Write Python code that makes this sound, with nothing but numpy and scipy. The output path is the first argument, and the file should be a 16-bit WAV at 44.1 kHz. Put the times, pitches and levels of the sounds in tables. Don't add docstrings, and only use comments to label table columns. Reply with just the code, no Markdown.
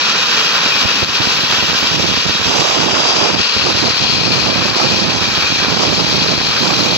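import sys
import numpy as np
from scipy import signal
from scipy.fft import rfft, irfft, next_fast_len
from scipy.io import wavfile
from scipy.ndimage import uniform_filter1d, minimum_filter1d, map_coordinates

SR = 44100
rng = np.random.default_rng(int(sys.argv[2]) if len(sys.argv) > 2 else 0)


def waveform_to_disk(signal):
    frames = np.transpose(np.atleast_2d(signal))
    scaled = np.clip(frames, -1, 1) * 32767
    samples = np.round(scaled).astype(np.int16)
    wavfile.write(sys.argv[1], SR, samples)


N = 307377

HALF_GUST_RATE = 600
GUST_ROAR_DB, GUST_SIZZLE_DB, GUST_PAN_DB, GUST_RIGHT_DB = -10.5, 11.5, 11, -2.5
# t/s, jet level/dB, extra roar/dB, airy top/dB, left minus right/dB
FLAME_IN_CUT = [(0, 1, -0.2, -3, -0.7), (0.4, 0.9, 1, 0.5, -0.7), (0.7, 1.2, 0.5, 1, 0.5),
                (1.2, 0.85, -0.7, 0.5, 0.5), (1.8, 1.3, -1, 1, -0.5), (2.3, 1.3, -3, -1.5, 0),
                (2.68, 1.1, 0.5, -1.5, -3), (2.83, 0.2, 2, -3, 0.5), (3.05, 1, 1, -7, -3.5),
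                (3.3, 0, 1.5, -3, 1), (3.45, 0, -0.5, -4, 0), (3.6, 0.1, -0.5, -3, 0.7),
                (3.75, -0.5, 0, -2, -1), (4.15, -0.5, -1.5, -3, 2.5), (4.75, -1.4, 4, 1, -0.5),
                (4.95, 0.3, -2, -2, 1), (5.15, -1.2, 1, -1.5, -1), (5.38, 0.3, 1.5, 2, 0),
                (5.55, 0, -3, -4, -1), (5.65, 0.8, 5, 1, 0), (5.72, 0, 1.5, 0, -1),
                (5.8, 0.5, -3.5, -2, -0.5), (6.5, -0.1, 0.5, -1, 0.5), (6.95, -0.8, -3, 2.5, -0.5)]
def torch(flip_rate, level_db=-14.5, calm_sizzle_db=-1.5, flutter_db=0.8, rasp_db=0.69):
    jet_db, calm_roar_db, top_db, pan_db = curves(FLAME_IN_CUT)
    gust_share = flip_rate / (flip_rate + HALF_GUST_RATE)
    jet = kerf(at_ports(turbulence(patchy_db=.4)))
    roar = filtered(jet, lambda hz: below(hz, 2050))
    air = filtered(jet, lambda hz: 1 - below(hz, 9500))
    sizzle = filtered(jet - air, lambda hz: 1 - below(hz, 5900))
    hiss = jet - roar - sizzle - air
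    roar *= amp(calm_roar_db + GUST_ROAR_DB * gust_share + 0.9 * wobble(70))
    sizzle_db = calm_sizzle_db + GUST_SIZZLE_DB * gust_share + wobble(32)
    sizzle *= amp(sizzle_db + np.outer([.5, -.5], GUST_PAN_DB * gust_share))
    air *= amp(top_db + wobble(38))
    flow_db = level_db + jet_db + flutter_db * wobble(35) + rasp_db * wobble(170)
    ports_db = np.outer([.5, -.5], pan_db) + np.outer([0, 1], GUST_RIGHT_DB * gust_share)
    return (roar + hiss + sizzle + air) * amp(flow_db + ports_db) * ducking()


def turbulence(patchy_db):
    spectra = signal.stft(rng.standard_normal((2, N)), nperseg=512)[2]
    patches = uniform_filter1d(rng.standard_normal(spectra.shape[1:]), size=9, axis=0)
    patches = uniform_filter1d(patches, size=14, axis=1)
    return signal.istft(spectra * amp(patchy_db * unit(patches)), nperseg=512)[1][:, :N]


# f/Hz, left level/dB, right level/dB
JET_SPECTRUM = [(30.01, -38, -31), (69.6, -28, -23), (157, -10, -8), (490, -11.5, -9.5), (1220, -6.5, 1.5),
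                (2230, 0.5, -13), (2760, 3, -4.5), (3960, 0, 0), (5370, -0.5, -3), (6280, -21, -5),
                (7450, -27.5, -16.5), (9060, -50.5, -48), (12080, -28, -27.5), (15400, -78, -30)]
# f/Hz, width/Hz, left level/dB, right level/dB
STEEL_RESONANCES = [(220, 60, 4, 2), (310, 70, -3, 0), (470, 130, 8.5, 2), (640, 70, -3.5, 0),
                    (760, 140, 3, -3), (1020, 110, 6.5, 0), (1150, 90, -5, 0), (1340, 170, 3.5, 1),
                    (1550, 200, -10, 6), (1820, 240, -1, 6), (2070, 130, -7, 2), (2480, 200, 2.5, -2.5),
                    (2970, 120, 1.5, 1), (3120, 85, -9.5, 0), (3350, 160, 3.5, 3), (3540, 160, -7, 1),
                    (3830, 200, 0, 2.5), (3950, 150, -6, 0.5), (4200, 260, -1.2, -1),
                    (4480, 280, 2.5, -3.5), (4690, 100, -2, -1), (4830, 90, 1.5, 1.5),
                    (4930, 80, -1.5, -2.5), (5030, 130, 2.5, 0.5), (5260, 150, -1, -1.5),
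                    (5580, 300, -5, 2), (5800, 90, -3, -0.5), (6030, 220, 6, 1), (6570, 380, -8, -2),
                    (6980, 330, -2, 3.5), (12710, 540, -1, -8)]
def jet_colour(hz):
    steel_db = sum(np.outer([left, right], band(hz, centre, width))
                   for centre, width, left, right in STEEL_RESONANCES)
    return amp(along(JET_SPECTRUM, hz) + steel_db)


# f/Hz, likeness/0-1, left lead/rad
PATH_TO_MIC = [(300, 0.85, 0), (800, 0.8, -1), (1450, 0.8, -0.7), (1740, 0.88, 1.4), (2050, 0.8, 0.9),
               (2230, 0.15, 2.6), (2240, 0.15, -2.2), (2440, 0.68, -1.2), (2780, 0.45, -1.9),
               (2950, 0.85, -2.2), (3090, 0.85, -2.4), (3170, 0.8, -1.1), (3380, 0.93, -2.2),
               (3480, 0.75, -2.9), (3530, 0.3, -0.6), (3680, 0.8, -1.2), (3900, 0.75, -1),
               (4030, 0.87, -0.2), (4400, 0.75, -1.2), (4930, 0.7, -2.3), (5060, 0.7, -3.3),
               (5400, 0.8, -4.1), (5720, 0.7, -5.1), (5850, 0.3, -6), (6100, 0.72, -6.6),
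               (6350, 0.35, -6.6), (7000, 0.3, -6), (9000, 0.3, -7.3)]
def at_ports(noises):
    def blend(hz):
        likeness = np.clip(along(PATH_TO_MIC, hz)[0], 0, 1)
        angle = np.arccos(likeness) / 2
        return np.array([np.cos(angle), np.sin(angle)])

    def arrival(hz):
        lead_rad = along(PATH_TO_MIC, hz)[1]
        return jet_colour(hz) * np.exp(.5j * np.outer([1, -1], lead_rad))

    common, apart = filtered(noises, blend)
    return unit(filtered(np.array([common + apart, common - apart]), arrival))


# t/s, low whistle/dB, gaps/dB, middle ring/dB, bright ring/dB
KERF_SWELLS = [(0, 2.5, 0, 2, -2), (0.7, 4, -0.5, -1.5, 1.5), (1.05, 1, 0.5, 0, 1), (1.17, 2, -1, 2, 0),
               (1.5, -2, -0.5, 0.5, 0), (1.7, -0.5, 0, -1.5, 1), (2.4, -0.5, -1, -1, 0),
               (2.85, -2, 0, -5, 0), (3.0, -4, 0.5, -3, 5.5), (3.28, 3, -2, -2, 5), (3.38, 1, -1, 0, 3),
               (3.46, -0.5, 0.5, 5.5, 4), (4.2, 3.5, -2, 6, 2.5), (4.7, 4, -0.5, 7, 2.5),
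               (5.2, 3, -4, 2.5, 2), (5.45, 6.5, -0.5, 3.5, 1), (5.8, 1, -3.5, 3.5, 2.5),
               (6.95, 3, -4, 6, 1)]
# f/Hz, width/Hz
KERF_GAPS = [(2750, 440), (3610, 67)]
def kerf(jet, right_share=0.41):
    whistle_db, gap_db, ring_db, bright_db = curves(KERF_SWELLS)
    # f/Hz, width/Hz, level/dB
    bands = [(2450, 170, whistle_db), (4220, 430, ring_db), (4860, 480, bright_db)]
    bands += [(centre, width, gap_db) for centre, width in KERF_GAPS]
    shaped = jet.copy()
    for centre, width, db in bands:
        gain = amp(np.outer([1, right_share], db))
        shaped += (gain - 1) * filtered(jet, lambda hz: band(hz, centre, width))
    return shaped


# t/s, depth/dB, length/s
HISS_DUCKS = [(1.041, 5.5, 0.076), (1.963, 4, 0.069), (3.351, 5.5, 0.042), (3.717, 2, 0.03),
              (4.702, 4.5, 0.026), (5.151, 2, 0.026), (5.664, 4, 0.029), (6.356, 2.5, 0.069)]
def ducking(attack_s=0.004):
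    t = np.arange(N) / SR
    duck_db = sum(depth_db * np.clip((t - start) / attack_s, 0, 1) * np.exp(-((t - start) / length) ** 2)
                  for start, depth_db, length in HISS_DUCKS)
    return amp(-duck_db)


# t/s, level/dB
SLAG_SPITS = [(1.0455, -7)]
def slag_spit(t60=0.017, attack_s=0.00042):
    t = np.arange(N) / SR
    burst = sum(amp(db - 60 * np.abs(t - start) / t60) * np.clip((t - start) / attack_s, 0, 1)
                for start, db in SLAG_SPITS)
    return burst * at_ports(rng.standard_normal((2, N)))


def wind(flip_rate):
    left = lee_rumble()
    jumps = flips(flip_rate) + thumps() + sputter()
    right = filtered(jumps, port_response) + tearing(flip_rate)
    return np.array([left, right])


# t/s, length/s, flip rate/Hz
PORT_GUSTS = [(1.908, 0.19, 194), (2.469, 0.89, 482), (2.5, 0.26, 1700), (2.6, 0.11, 3130),
              (2.871, 0.43, 1240), (2.98, 0.15, 2300), (3.333, 0.086, 78), (3.57, 0.32, 150),
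              (3.651, 0.054, 970), (3.825, 0.056, 810), (3.998, 0.21, 214), (4.19, 0.54, 251),
              (4.44, 0.059, 550), (4.755, 0.06, 4200), (4.799, 0.39, 328), (5.176, 0.13, 168),
              (5.311, 0.35, 70), (5.66, 0.32, 275), (5.78, 0.087, 800), (5.919, 0.56, 223),
              (5.98, 0.036, 660), (6.295, 0.037, 626), (6.6, 0.36, 360), (6.619, 0.079, 650),
              (6.79, 0.1, 680)]
def airflow():
    return np.max([rate * gust(start, length) for start, length, rate in PORT_GUSTS], axis=0)


def gust(start, length, rise_s=0.014, release_s=0.01):
    t = np.maximum(np.arange(N) / SR - start, 0)
    return np.minimum(t / rise_s, 1) * np.exp(-np.maximum(t - length, 0) / release_s)


def flips(flip_rate, swing_db=-10.5, scatter_db=3.5, bunch_db=4, crowded_rate=1000):
    due = np.cumsum(rng.gamma(2, .5, size=20000))
    extremes = (-1) ** np.arange(len(due) + 1) * amp(scatter_db * rng.standard_normal(len(due) + 1))
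    rate = flip_rate * amp(bunch_db * wobble(90))
    flips_so_far = np.searchsorted(due, np.cumsum(rate) / SR)
    pressure = amp(swing_db) * extremes[flips_so_far] / np.sqrt(1 + rate / crowded_rate)
    return np.diff(pressure, prepend=pressure[0])


def port_response(hz, cut_hz=115, damping=1.75, floor_hz=90, top_hz=2900, ring_db=4):
    s, u = 1j * hz / cut_hz, 1j * hz / top_hz
    swing = SR / (2 * np.pi * cut_hz) * s / (s * s + damping * s + 1)
    bass_cut = hz / (hz - 1j * floor_hz)
    treble_cut = below(hz, 5400) / (u * u + np.sqrt(2) * u + 1)
    ring = amp(ring_db * band(hz, centre_hz=2550, width_hz=450))
    return swing * bass_cut * treble_cut * ring


def tearing(flip_rate, level_db=-14.5, centre_hz=870, width_hz=850, puff_db=4, puff_rate=170):
    rush = filtered(rng.standard_normal(N), lambda hz: band(hz, centre_hz, width_hz) * hz / (hz + 60))
    puffs = unit(rush * amp(puff_db * wobble(puff_rate)))
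    gust_share = flip_rate / (flip_rate + HALF_GUST_RATE)
    return amp(level_db) * gust_share * puffs


# t/s, relative level/dB
EDDIES = [(0.66, -2.5), (0.755, -8), (0.839, -5), (0.856, 6), (1.028, 4.5), (1.09, -4.5), (1.202, 6.5),
          (1.272, 1.5), (1.392, -3), (1.435, -2), (1.505, -6), (1.535, 0), (1.584, 1), (1.626, 1),
          (1.644, -2), (1.699, 1), (1.732, 5), (1.829, 0), (1.842, -1.5), (2.141, -1), (2.176, 1),
          (2.263, 7), (2.296, 4), (2.35, -1), (2.396, -4), (2.415, -1), (2.463, 4), (3.565, 2), (3.935, -9),
          (3.967, -7)]
def thumps(level_db=-1.5, flurry_db=-6.5, flurry_s=0.007, flurry_count=3):
    jumps = np.zeros(N)
    for k, (start, db) in enumerate(EDDIES):
        offsets, directions = rng.standard_normal((2, flurry_count))
        jumps[round(start * SR)] += (-1) ** k * amp(level_db + db)
        flurry_at = np.round((start + flurry_s * offsets) * SR).astype(int)
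        jumps[flurry_at] += np.sign(directions) * amp(level_db + db + flurry_db)
    return jumps


# t/s, length/s, relative flip level/dB
LIGHT_AIR = [(0.603, 2.2, -14.5), (5.351, 0.29, -9), (6.482, 0.13, -7.5)]
def sputter(flip_rate=160):
    return flips(flip_rate) * sum(amp(db) * gust(start, length) for start, length, db in LIGHT_AIR)


# t/s, length/s, level/dB
SHELTERED_GUSTS = [(0.932, 0.11, -28), (2.78, 0.13, -35), (5.766, 0.801, -31.5)]
def lee_rumble(centre_hz=230, width_hz=190):
    flow = sum(amp(db) * gust(start, length) for start, length, db in SHELTERED_GUSTS)
    noise = rng.standard_normal(N)
    return flow * unit(filtered(noise, lambda hz: band(hz, centre_hz, width_hz) * hz / (hz + centre_hz)))


def amp(db):
    return 10 ** (np.asarray(db) / 20)


def unit(x):
    return x / np.sqrt(np.mean(x ** 2) + 1e-20)


def along(rows, hz):
    row_hz, *columns = np.transpose(rows)
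    return np.array([np.interp(np.log(hz + 1), np.log(row_hz + 1), column) for column in columns])


def curves(rows):
    times, *columns = np.transpose(rows)
    return [np.interp(np.arange(N) / SR, times, column) for column in columns]


def wobble(rate):
    return map_coordinates(rng.standard_normal(int(N * rate / SR) + 4), [np.arange(N) * rate / SR])


def filtered(x, response):
    size = next_fast_len(N + SR // 4)
    return irfft(rfft(x, size) * response(np.fft.rfftfreq(size, 1 / SR)), size)[..., :N]


def below(hz, edge_hz):
    return 1 / (1 + (hz / edge_hz) ** 12)


def band(hz, centre_hz, width_hz):
    return np.exp(-2 * ((hz - centre_hz) / width_hz) ** 2)


def limiter(x, ceiling, hold_s):
    needed = np.minimum(1, ceiling / (np.abs(x).max(axis=0) + 1e-9))
    size = int(hold_s * SR)
    return x * uniform_filter1d(minimum_filter1d(needed, size), size)


def scene():
    flip_rate = airflow()
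    return torch(flip_rate) + slag_spit() + wind(flip_rate)


def record(dry, top_hz=15850):
    held = limiter(dry, ceiling=.96, hold_s=.005)
    return filtered(held, lambda hz: hz < top_hz)


dry = scene()
out = record(dry)
waveform_to_disk(out)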